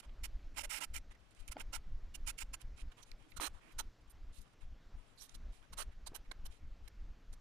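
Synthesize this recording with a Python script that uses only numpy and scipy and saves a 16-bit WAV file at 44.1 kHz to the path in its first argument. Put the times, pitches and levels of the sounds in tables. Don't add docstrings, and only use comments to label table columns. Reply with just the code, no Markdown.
import sys
import numpy as np
from scipy import signal
from scipy.fft import rfft, irfft, next_fast_len
from scipy.io import wavfile
from scipy.ndimage import uniform_filter1d, map_coordinates

SR = 44100
rng = np.random.default_rng(int(sys.argv[2]) if len(sys.argv) > 2 else 0)


def how_loud(loudness_db):
    steps = np.asarray(loudness_db, float) / 20
    return 10 ** steps


def wav_out(sig):
    wavfile.write(sys.argv[1], SR, np.round(np.clip(np.atleast_2d(sig).T, -1, 1) * 32767).astype(np.int16))


N = 326538


def unit(x):
    return x / np.sqrt(np.mean(x ** 2) + 1e-20)


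def even(x, size):
    return unit(x / (uniform_filter1d(abs(x), size) + 0.3))


def along(points, hz):
    f, v = np.transpose(points)
    return np.interp(np.log(hz + 1), np.log(f + 1), v)


def wobble(rate):
    knots = rng.standard_normal(int(N * rate / SR) + 4)
    return map_coordinates(knots, [np.arange(N) * rate / SR])


def filtered(x, response):
    m = next_fast_len(N + 8192)
    return irfft(rfft(x, m) * response(np.fft.rfftfreq(m, 1 / SR)), m)[..., :N]


def resonances(modes):
    def mode(f, centre, width, db):
        loss = 1j * f * width
        return how_loud(db) * loss / (centre * centre - f * f + loss)
    return lambda f: sum((-1) ** k * mode(f, *row) for k, row in enumerate(modes))


def patchy(x, depth_db, bins, frames):
    z = signal.stft(x, nperseg=256)[2]
    field = uniform_filter1d(rng.standard_normal(z.shape[-2:]), bins, 0)
    field = uniform_filter1d(field, frames, 1)
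    return signal.istft(z * how_loud(depth_db * unit(field)), nperseg=256)[1][..., :N]


def add(track, s, piece):
    at = track[round(s * SR):][:len(piece)]
    at += piece[:len(at)]


def window(start, end, fade):
    i = np.arange(max(round((start - fade) * SR), 0), min(round((end + fade) * SR), N))
    edge = lambda v: np.sin(np.pi / 2 * np.clip(v / fade + 0.5, 0, 1)) ** 2
    return i, edge(1.19 * (i / SR - start)) * edge(end - i / SR)


# (frequency [Hz], density [dB per Hz])
AIR = [(59, -28), (100, -0.5), (146, -8.5), (306, -10), (355, -14), (603, -15), (919, -18.5), (1370, -18.5),
       (5660, -29.5), (7610, -36), (8450, -44), (14300, -44.5), (15600, -44)]
# (frequency [Hz], correlation [0-1])
ALIKE = [(60, 0.995), (380, 0.999), (2380, 0.997), (15000, 0.96)]
AIR_DB = -68.5


def air():
    turn = lambda hz: np.arccos(np.clip(along(ALIKE, hz), -1, 1)) / 2
    parting = unit(patchy(rng.standard_normal(N), 9, bins=2, frames=12))
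    common = patchy(rng.standard_normal(N), 1.28, bins=4, frames=20)
    split = lambda hz: how_loud(along(AIR, hz)) * [np.cos(turn(hz)), np.sin(turn(hz))]
    mid, side = filtered(np.array([common, parting]), split)
    return how_loud(AIR_DB + 0.8 * wobble(3)) * unit(np.array([mid + side, mid - side]))


# (frequency [Hz], density [dB per Hz])
RUMBLE = [(8.8, -31.5), (15, 7), (64, -9), (97, -25), (265, -35), (339, -42.5), (400, -41.5), (520, -85),
          (880, -120)]
# (start [s], hold [s], shake [dB])
PUSHES = [(0.087, 0.045, -50), (0.202, 0.16, -46), (0.456, 0.089, -45), (0.564, 0.12, -49.5),
          (0.864, 0.14, -47), (1.403, 0.016, -47), (1.496, 0.012, -49), (1.611, 0.081, -44.5),
          (1.766, 0.015, -45), (1.867, 0.1, -43), (2.039, 0.3, -46.5), (2.414, 0.14, -49.5),
          (2.644, 0.094, -49.5), (2.834, 0.043, -45), (3.114, 0.017, -52.5), (3.361, 0.023, -45),
          (3.458, 0.051, -47.5), (3.754, 0.12, -50), (4.142, 0.16, -48), (4.635, 0.1, -47.5),
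          (4.95, 0.031, -46), (5.358, 0.14, -46.5), (5.721, 0.17, -48), (5.943, 0.12, -50),
          (6.178, 0.041, -53), (6.38, 0.13, -46), (6.629, 0.094, -50), (6.814, 0.042, -51),
          (6.933, 0.19, -50), (7.298, 0.082, -50)]
# (time [s], shake [dB])
NUDGES = [(0.75, -59), (3.2, -57.5), (1.33, -66), (0.59, -46), (6.08, -46.5), (1.08, -51), (1.22, -56),
          (3.0, -66), (3.55, -51), (4.0, -59.5), (4.08, -57), (4.39, -49), (4.86, -56.5), (5.21, -66),
          (5.6, -58), (6.28, -53), (7.17, -59), (7.23, -59)]
NUDGE_S = 0.014
RISE_DB_PER_S, SETTLE_DB_PER_S, REST_DB = 503, 352, -68.5


def shake():
    t, db = np.arange(N) / SR, np.full(N, float(REST_DB))
    for start, hold, push_db in PUSHES + [(s, NUDGE_S, nudge_db) for s, nudge_db in NUDGES]:
        rise = RISE_DB_PER_S * np.maximum(start - t, 0)
        settle = SETTLE_DB_PER_S * np.maximum(t - start - hold, 0)
        db = np.maximum(db, push_db - rise - settle)
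    sway = unit(filtered(rng.standard_normal(N), lambda hz: how_loud(along(RUMBLE, hz))))
    sway = sway / (uniform_filter1d(abs(sway), 3000) + 0.25)
    lumps = how_loud(db + 1.5 * wobble(27) + np.minimum(5 * wobble(16), 1) + 4.0) * sway
    return filtered(lumps, lambda hz: 1 / (1 + (hz / 400) ** 4))


# (time [s], peak [dB], pitch [Hz], length [s], rattle [dB])
KNOCKS = [(0.031, -55, 1370, 0.0017, -26), (0.293, -68, 386, 0.0088, -20), (.713, -59, 1000, .002, -23),
          (1.557, -50, 274, 0.018, -14), (1.5673, -38, 700, 0.0035, -17), (1.5676, -45, 1470, 0.0032, -34),
          (1.736, -45, 890, 0.0022, -25), (3.399, -34, 1050, 0.0023, -17.5), (3.44, -61, 775, 0.0048, -18),
          (6.118, -48, 287, 0.0035, -19), (6.13, -65, 405, 0.0045, 4.5)]


def knocks():
    out, t = np.zeros(N), np.arange(SR // 10) / SR
    wood = signal.butter(2, [200, 1000], "bandpass", fs=SR)
    for s, db, hz, length, rattle_db in KNOCKS:
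        partials = [(1, 1), (2.1, 0.3), (3.1, 0.22)]
        tone = sum(strength * np.sin(2 * np.pi * ratio * hz * t) for ratio, strength in partials)
        blow = np.sqrt(np.sin(np.pi * np.clip(t / length, 0, 1)) + 1e-12) * tone
        rattle = unit(signal.lfilter(*wood, rng.standard_normal(len(t))))
        rattle = rattle * how_loud(rattle_db - 60 * t / 0.18) * (1 - np.exp(-t / 0.0014))
        add(out, s, how_loud(db) * (blow + rattle))
    return out


def tabletop(x):
    t = np.arange(SR // 4) / SR
    tail = rng.standard_normal(len(t)) * (how_loud(-60 * t / 0.065) + how_loud(-23.0 - 60 * t / 0.43))
    return signal.fftconvolve(x, tail / np.linalg.norm(tail))[:N]


# (start [s], end [s], hiss [dB], change over the stroke [dB], board over hiss [dB])
SIDE_STROKES = [
    (0.561, 0.598, -42.5, 16, -4),
    (0.595, 0.62, -46, 16, -8),
    (0.634, 0.66, -44, -3, -6),
    (0.697, 0.789, -42, -0.5, -9.5),
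    (0.807, 0.851, -41.5, 2.5, -5),
    (0.939, 0.985, -45, -1, -8.5),
    (1.479, 1.493, -51, -2, -10),
    (1.599, 1.621, -47.5, -1.5, -3),
    (2.376, 2.393, -47, 21, -15),
    (2.395, 2.43, -45, 11, -8),
]
TIP_STROKES = [(3.028, 3.035, -51.5, -3, -19), (3.367, 3.388, -49.5, -18, -8),
               (3.405, 3.479, -38.5, -0.5, -4.5), (3.787, 3.813, -37.5, -8.5, -8),
               (5.345, 5.362, -52.5, -4, -6.5), (5.726, 5.741, -50.5, 6, -0.2),
               (5.775, 5.832, -42.5, -2.5, -3), (6.065, 6.086, -49, -9.5, -7),
               (6.146, 6.172, -48.5, -4, -2.5), (6.316, 6.327, -56, -24, -2),
               (6.454, 6.471, -51.5, -1, -6.5), (6.882, 6.886, -53, -23, -11),
               (7.33, 7.346, -58.5, -11, -5.5)]
FLAT_STROKES = [
    (0.237, 0.265, -42.5, -8, -14),
    (1.516, 1.534, -46, -13, -10),
    (1.729, 1.771, -42.5, -2, -4.5),
    (2.145, 2.162, -45.5, -3, -12),
    (2.267, 2.31, -40, 1, -11),
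    (2.534, 2.552, -43.5, 2, -5),
]
# (start [s], end [s], hiss [dB], change [dB])
GRAZES = [(-0.006, 0.007, -49.5, -2), (1.31, 1.335, -70.5, -10), (1.345, 1.4, -71, 4),
          (1.397, 1.445, -69.5, -18), (2.598, 2.623, -61, 12), (2.768, 2.819, -60, 6),
          (3.057, 3.122, -69.5, 3), (3.285, 3.329, -72.5, 2), (3.538, 3.597, -70, -6),
          (3.715, 3.729, -68, 4), (5.286, 5.35, -69.5, -6), (5.528, 5.616, -70.5, -12),
          (6.51, 6.59, -70.5, -10)]
RUSTLES = [(0.024, 0.053, -69, 10), (0.548, 0.554, -66, -2), (0.782, 0.808, -62, -5),
           (1.11, 1.135, -71.5, -14), (1.151, 1.166, -77.5, -19), (1.188, 1.31, -80.5, 0),
           (1.576, 1.594, -61.5, 9), (2.917, 2.934, -67, -9), (2.973, 3.025, -69, -5),
           (3.188, 3.316, -79.5, -12), (3.603, 3.731, -74, 6), (4.009, 4.022, -78, -1),
           (4.074, 4.095, -78, 2), (4.437, 4.493, -78, 0), (4.522, 4.537, -78, 17),
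           (4.607, 4.643, -72.5, -1), (4.97, 5.167, -79.5, -2), (5.616, 5.697, -79, -10),
           (5.915, 5.936, -76, 4), (6.245, 6.275, -79.5, -5), (1.445, 1.475, -80, 0), (3.33, 3.36, -80, 0),
           (4.495, 4.52, -81, 2), (6.834, 6.872, -79, 6), (5.836, 5.85, -74, -6), (3.817, 3.828, -70, -6),
           (1.776, 1.785, -66.5, -1)]
WHISKS = [
    (4.103, 4.119, -65, -1),
    (4.329, 4.367, -64.5, 7),
    (4.364, 4.401, -61.5, -5),
    (4.408, 4.434, -65.5, 0),
    (5.18, 5.213, -61, 0),
    (5.212, 5.274, -55, -13.5),
]
DRAGS = [
    (0.88, 0.935, -84, 3),
    (0.668, 0.692, -80, 0),
    (2.17, 2.225, -84, -3),
    (2.318, 2.36, -81, -7),
    (2.44, 2.475, -83, -3),
    (3.388, 3.402, -72.5, 0),
    (6.088, 6.115, -79, -3),
    (6.175, 6.195, -80, -4),
    (3.487, 3.515, -82, -4),
    (3.83, 3.86, -82, -4),
]
# (upper band over hiss [dB], lower band over hiss [dB])
GRAZE_BODY_DB = (-2, -4)
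RUSTLE_BODY_DB = (3.5, 6)
WHISK_BODY_DB = (-17, -13)
SIDE_NAIL_DB, TIP_NAIL_DB, FLAT_NAIL_DB = -1.5, -11, -3.5


def contacts():
    strokes = [(SIDE_STROKES, SIDE_NAIL_DB), (TIP_STROKES, TIP_NAIL_DB), (FLAT_STROKES, FLAT_NAIL_DB)]
    firm = [(*row[:4], nail_db, row[4]) for rows, nail_db in strokes for row in rows]
    kinds = [(GRAZES, GRAZE_BODY_DB), (RUSTLES, RUSTLE_BODY_DB), (WHISKS, WHISK_BODY_DB),
             (DRAGS, RUSTLE_BODY_DB)]
    return firm + [(*row, *body_db) for rows, body_db in kinds for row in rows]


def handover():
    near = np.zeros(N)
    for start, end, *_ in contacts()[:-len(DRAGS)]:
        i, shape = window(start - 0.003, end + 0.00055, fade=0.0093)
        near[i] += shape
    return np.clip(near, 0, 1)


# (frequency [Hz], density [dB per Hz])
WHISK_AIR = [(8000, -38), (11000, 3), (12500, -3), (14500, -7), (15300, -21)]
# (start [s], end [s], level [dB])
DUST = [(3.303, 3.32, -70), (3.715, 3.732, -73), (4.098, 4.124, -66.5), (4.342, 4.4, -73),
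        (4.41, 4.432, -73), (5.18, 5.21, -72), (5.21, 5.245, -63), (5.245, 5.27, -72), (6.147, 6.17, -53),
        (6.453, 6.473, -58), (6.877, 6.886, -66), (7.33, 7.345, -70), (5.53, 5.56, -80)]


def sheen():
    level = np.zeros(N)
    for start, end, db in DUST:
        i, shape = window(start, end, fade=0.012)
        level[i] += shape * how_loud(db)
    return level * unit(filtered(rng.standard_normal(N), lambda hz: how_loud(along(WHISK_AIR, hz))))


# (time [s], peak [dB], pitch [Hz])
TICKS = [(0.807, -46, 8530), (0.965, -36, 7440), (1.3104, -63, 9000), (1.3493, -61, 8040),
         (1.404, -59, 9290), (1.479, -44.5, 9250), (1.598, -44.5, 9100), (2.6163, -47.5, 9800),
         (3.1163, -43, 4100), (3.3199, -56, 4080), (5.2932, -53, 3830), (5.627, -57, 3300),
         (2.8158, -47.5, 2300), (3.0335, -53, 4400), (6.1625, -41, 11900), (6.4653, -46.5, 5570),
         (6.8782, -48.5, 4000), (0.847, -41, 9900), (1.1225, -67, 9300), (6.1505, -51, 7200),
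         (6.155, -42, 9700), (5.2952, -50, 6330), (4.417, -56, 9700)]
SNAGS = [(0.5756, -34, 2100), (0.5914, -34, 2840), (0.7154, -34, 3060), (0.7434, -35, 2130),
         (0.8254, -34, 2100), (1.6072, -38, 2790), (1.732, -40, 2810), (1.7414, -35, 2980),
         (2.2864, -32, 9770), (3.4176, -32, 9380), (3.4344, -33, 2390), (3.4544, -34, 4100),
         (3.7928, -32, 6320), (5.8194, -37, 3000)]
SNAG_DB = -5
# (time [s], peak [dB])
TAPS = [
    (6.3135, -45),
    (6.3153, -40),
    (6.318, -40.5),
]
# (frequency [Hz], level [dB], t60 [s])
PLASTIC = [(1050, -1, 0.019), (1630, 0, 0.022), (2090, 7, 0.012), (3560, 1.5, 0.011), (3880, 3, 0.015),
           (4170, -1, 0.013), (6600, -7, 0.013), (8840, -9, 0.02)]


def ticks():
    out, t = np.zeros(N), np.arange(SR // 20) / SR
    for s, db, hz in TICKS + [(s, db + SNAG_DB, hz) for s, db, hz in SNAGS]:
        around = signal.butter(1, [0.59 * hz, min(1.2 * hz, 16000)], "bandpass", fs=SR)
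        crack = 1.33 * unit(signal.lfilter(*around, rng.standard_normal(len(t)))) * how_loud(-60 * t / 0.0064)
        ping = np.sin(2 * np.pi * hz * t) * how_loud(-60 * t / 0.007)
        add(out, s, how_loud(db + 4.0) * (0.61 * np.sqrt(hz / 9000) * crack + ping))
    for s, db in TAPS:
        ring = sum(how_loud(level + rng.normal(0, 2.5) - 60 * t / t60) * np.sin(2 * np.pi * hz * t)
                   for hz, level, t60 in PLASTIC)
        add(out, s, how_loud(db) * 0.54 * ring)
    return out


# (start [s], end
# [s], pitch [Hz], width [Hz], level [dB])
LOCKS = [(0.628, 0.658, 606, 80, -52.5), (1.143, 1.163, 2000, 300, -68), (3.022, 3.04, 6040, 900, -59.5),
         (3.117, 3.12, 2215, 500, -50), (3.231, 3.279, 303, 30, -64), (3.321, 3.325, 2300, 500, -50),
         (3.369, 3.384, 1050, 150, -56), (3.371, 3.384, 4040, 400, -55), (3.4, 3.45, 299, 59.7, -51),
         (3.54, 3.598, 1250, 800, -64.5), (3.612, 3.725, 2200, 800, -68), (3.785, 3.814, 1364, 160, -46),
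         (4.098, 4.119, 9260, 900, -63.5), (4.368, 4.398, 4380, 400, -70), (5.186, 5.268, 3330, 900, -70),
         (5.202, 5.232, 5780, 600, -54.5), (5.778, 5.814, 9340, 900, -45.5),
         (6.064, 6.084, 4260, 1000, -51), (6.148, 6.162, 2990, 250, -56), (6.454, 6.467, 3020, 250, -59),
         (0.086, 0.101, 2700, 1200, -66), (1.106, 1.128, 1956, 400, -66), (1.359, 1.444, 2710, 900, -74),
         (3.367, 3.38, 7600, 1500, -52), (3.407, 3.477, 2804, 900, -51), (4.1, 4.122, 1490, 1200, -73),
         (4.337, 4.4, 2870, 700, -72.5), (5.175, 5.216, 4300, 600, -62), (5.21, 5.245, 11200, 900, -60),
         (5.728, 5.743, 3000, 1000, -61), (5.798, 5.828, 4290, 700, -51), (6.068, 6.079, 8300, 2500, -48.5),
         (6.877, 6.885, 1986, 600, -58.5), (5.626, 5.66, 1480, 500, -69), (4.97, 5.02, 9500, 900, -82),
         (3.41, 3.424, 586, 120, -51), (0.816, 0.836, 949, 150, -49.5), (0.718, 0.735, 1334, 120, -49),
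         (3.199, 3.26, 3110, 500, -75), (3.792, 3.804, 6230, 900, -44.5),
         (2.146, 2.163, 2800, 200, -50), (1.603, 1.613, 2300, 250, -51), (0.955, 0.972, 2300, 240, -47.5),
         (2.536, 2.553, 2820, 250, -52), (2.272, 2.308, 6900, 600, -49), (6.066, 6.084, 900, 300, -54),
         (6.146, 6.158, 790, 300, -56), (3.789, 3.812, 899, 99, -48.5), (3.366, 3.386, 1360, 110, -52),
         (4.975, 5.02, 7300, 700, -86), (5.065, 5.14, 7400, 900, -82), (5.07, 5.13, 9500, 900, -81),
         (0.72, 0.78, 5400, 600, -55), (0.575, 0.62, 5300, 600, -53), (2.38, 2.393, 2300, 300, -51),
         (2.536, 2.553, 7310, 500, -50), (3.415, 3.475, 4000, 400, -48.5), (1.577, 1.6, 1380, 150, -60),
         (5.78, 5.83, 619, 100, -56.5), (5.78, 5.83, 3040, 230, -52.5), (6.148, 6.158, 7900, 900, -57),
         (0.81, 0.85, 2150, 280, -52.5), (1.48, 1.493, 2500, 400, -60), (1.52, 1.535, 1370, 150, -59),
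         (1.735, 1.77, 1380, 130, -53.5), (3.79, 3.81, 4000, 500, -49.5), (5.918, 5.936, 2200, 500, -69),
         (0.705, 0.785, 1700, 540, -56), (3.64, 3.72, 250, 150, -68), (0.79, 0.82, 170, 60, -63),
         (1.575, 1.62, 210, 100, -60), (3.83, 3.9, 260, 150, -67), (6.25, 6.265, 2100, 600, -70),
         (5.345, 5.36, 9600, 600, -64), (2.275, 2.305, 1330, 120, -53), (3.8, 3.82, 300, 80, -63),
         (5.16, 5.172, 11000, 900, -76), (2.38, 2.43, 7190, 500, -55), (0.24, 0.262, 2400, 500, -51)]
# (start [s], end [s], first pitch [Hz], last pitch [Hz], level [dB])
SLIDES = [
    (3.408, 3.447, 1416, 887, -49),
    (3.444, 3.481, 899, 1395, -47),
]
SLIDE_WIDTH_HZ = 160


def locks():
    out = np.zeros(N)
    steady = [(s, e, hz, hz, width, db) for s, e, hz, width, db in LOCKS]
    gliding = [(*row[:4], SLIDE_WIDTH_HZ, row[4]) for row in SLIDES]
    for start, end, first_hz, last_hz, width_hz, db in steady + gliding:
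        i, shape = window(start, end, fade=0.012)
        phase = 2 * np.pi * np.cumsum(np.linspace(first_hz, last_hz, len(i))) / SR
        lowpass = signal.butter(2, width_hz / 2, fs=SR)
        slow = signal.lfilter(*lowpass, rng.standard_normal((2, SR // 4)))[:, -len(i):]
        out[i] += how_loud(db) * shape * unit(slow[0] * np.cos(phase) + slow[1] * np.sin(phase))
    return out


def grit(spread_db):
    grain_db = spread_db * np.minimum(rng.exponential(size=N), 5)
    sizes = how_loud(grain_db + 1.4 * wobble(300) + 1.1 * wobble(90))
    return patchy(sizes * rng.standard_normal(N), 1.6, bins=3, frames=8)


# (frequency [Hz], density [dB per Hz])
HISS = [(1940, -42), (3300, -4), (4030, -4), (4850, -1.5), (5400, 3.5), (6390, -3), (6950, 3.5), (8640, 2),
        (9890, 4), (10800, 0.5), (11500, -8), (14200, -4.5), (15300, -9.5)]
HISS_TIP = [(1940, -17), (3300, -1.5), (3590, -8.5), (3980, 2), (4880, -8), (5840, 0.5), (6950, -4.5),
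            (7700, -2), (8370, -3.5), (9450, 3), (10700, -10), (12700, -8.5), (14500, -10), (15300, -6.5)]
BRUSH = [(1940, -33), (3300, -8), (3730, 2), (4400, -3.5), (6230, -5.5), (7270, -2), (8420, -4.5),
         (9700, 0.5), (11000, -12.5), (14300, -25), (15300, -16)]
# (frequency [Hz], width [Hz], level
# [dB])
NAIL = [(2116, 225, 6.5), (2390, 335, 6.5), (2940, 580, 5.5), (3174, 150, 2.5)]
BOARD = [(282, 53, -3), (588, 80, -5.5), (887, 81, 1), (1050, 33, -1), (1345, 55, 5), (1628, 72, -1.5)]
BOARD_TIP = [(446, 800, -6), (900, 81, 2), (1078, 44, 3.5), (1345, 174, 2), (1700, 410, -4.5)]
# (frequency [Hz], width [Hz], level [dB])
SKIN = [(2300, 660, 7.5), (3270, 490, 6)]
CLOTH = [(500, 970, -4), (1140, 430, 2.5), (1646, 640, -5)]
REGRIP = 3


def filing():
    power = np.zeros((6, N))
    for start, end, db, change_db, nail_db, board_db in contacts():
        firm = np.clip((db + abs(change_db) / 2 + 57) / 12, 0, 1)
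        i, shape = window(start, end, fade=0.018 + 0.32 * (1 - firm) * (end - start))
        way = np.clip((i / SR - start) / (end - start), 0, 1)
        press_db = 4.8 * firm * min(1, 0.041 / (end - start)) * (np.sin(np.pi * way) - 0.93)
        level = shape * how_loud(db + change_db * (way - 0.5) + press_db)
        shares = np.outer([firm, 1 - firm], how_loud([0, 2 * nail_db, 2 * board_db]))
        power[:, i] += np.outer(shares, level ** 2)
    grains, side = grit(spread_db=1.7), np.arange(N) < REGRIP * SR

    def through(response):
        return even(unit(filtered(np.roll(grains, rng.integers(N)), response)), size=1300)

    colour = lambda points: through(lambda hz: how_loud(along(points, hz)))
    hiss = np.where(side, colour(HISS), colour(HISS_TIP))
    board = np.where(side, through(resonances(BOARD)), through(resonances(BOARD_TIP)))
    firm_layers = [hiss, through(resonances(NAIL)), board]
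    light_layers = [colour(BRUSH), through(resonances(SKIN)), through(resonances(CLOTH))]
    power[3:] *= how_loud([2.6 * wobble(30), 1.9 * wobble(23), 1.1 * wobble(20)])
    return (np.sqrt(power) * (firm_layers + light_layers)).sum(0)


NEAR_SHAKE = 0.18
BODY_LOW_HZ = 218
SWAY_SIDE_DB = -18.5


def scene():
    room = air()
    far = room + shake() + knocks()
    far[1] += how_loud(SWAY_SIDE_DB) * shake()
    rasp = filtered(filing(), lambda hz: 1 / (1 + (BODY_LOW_HZ / (hz + 1)) ** 4))
    close = rasp + locks() + ticks() + sheen()
    near = handover()
    near_hiss = how_loud(-3.5) * np.roll(room[0], SR)
    far[1] = (1 - (1 - NEAR_SHAKE) * near) * far[1] + np.sqrt(near * (2 - near)) * near_hiss
    far[1] += close + how_loud(-24.5) * tabletop(close)
    return far


def top_cut(x):
    return signal.sosfilt(signal.butter(12, 16110, fs=SR, output="sos"), x)


def record(dry):
    top_hz = 15120
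    limited = filtered(dry, lambda hz: 1 / (1 + (hz / top_hz) ** 120))
    return top_cut(limited)


dry = scene()
out = record(dry)
wav_out(out)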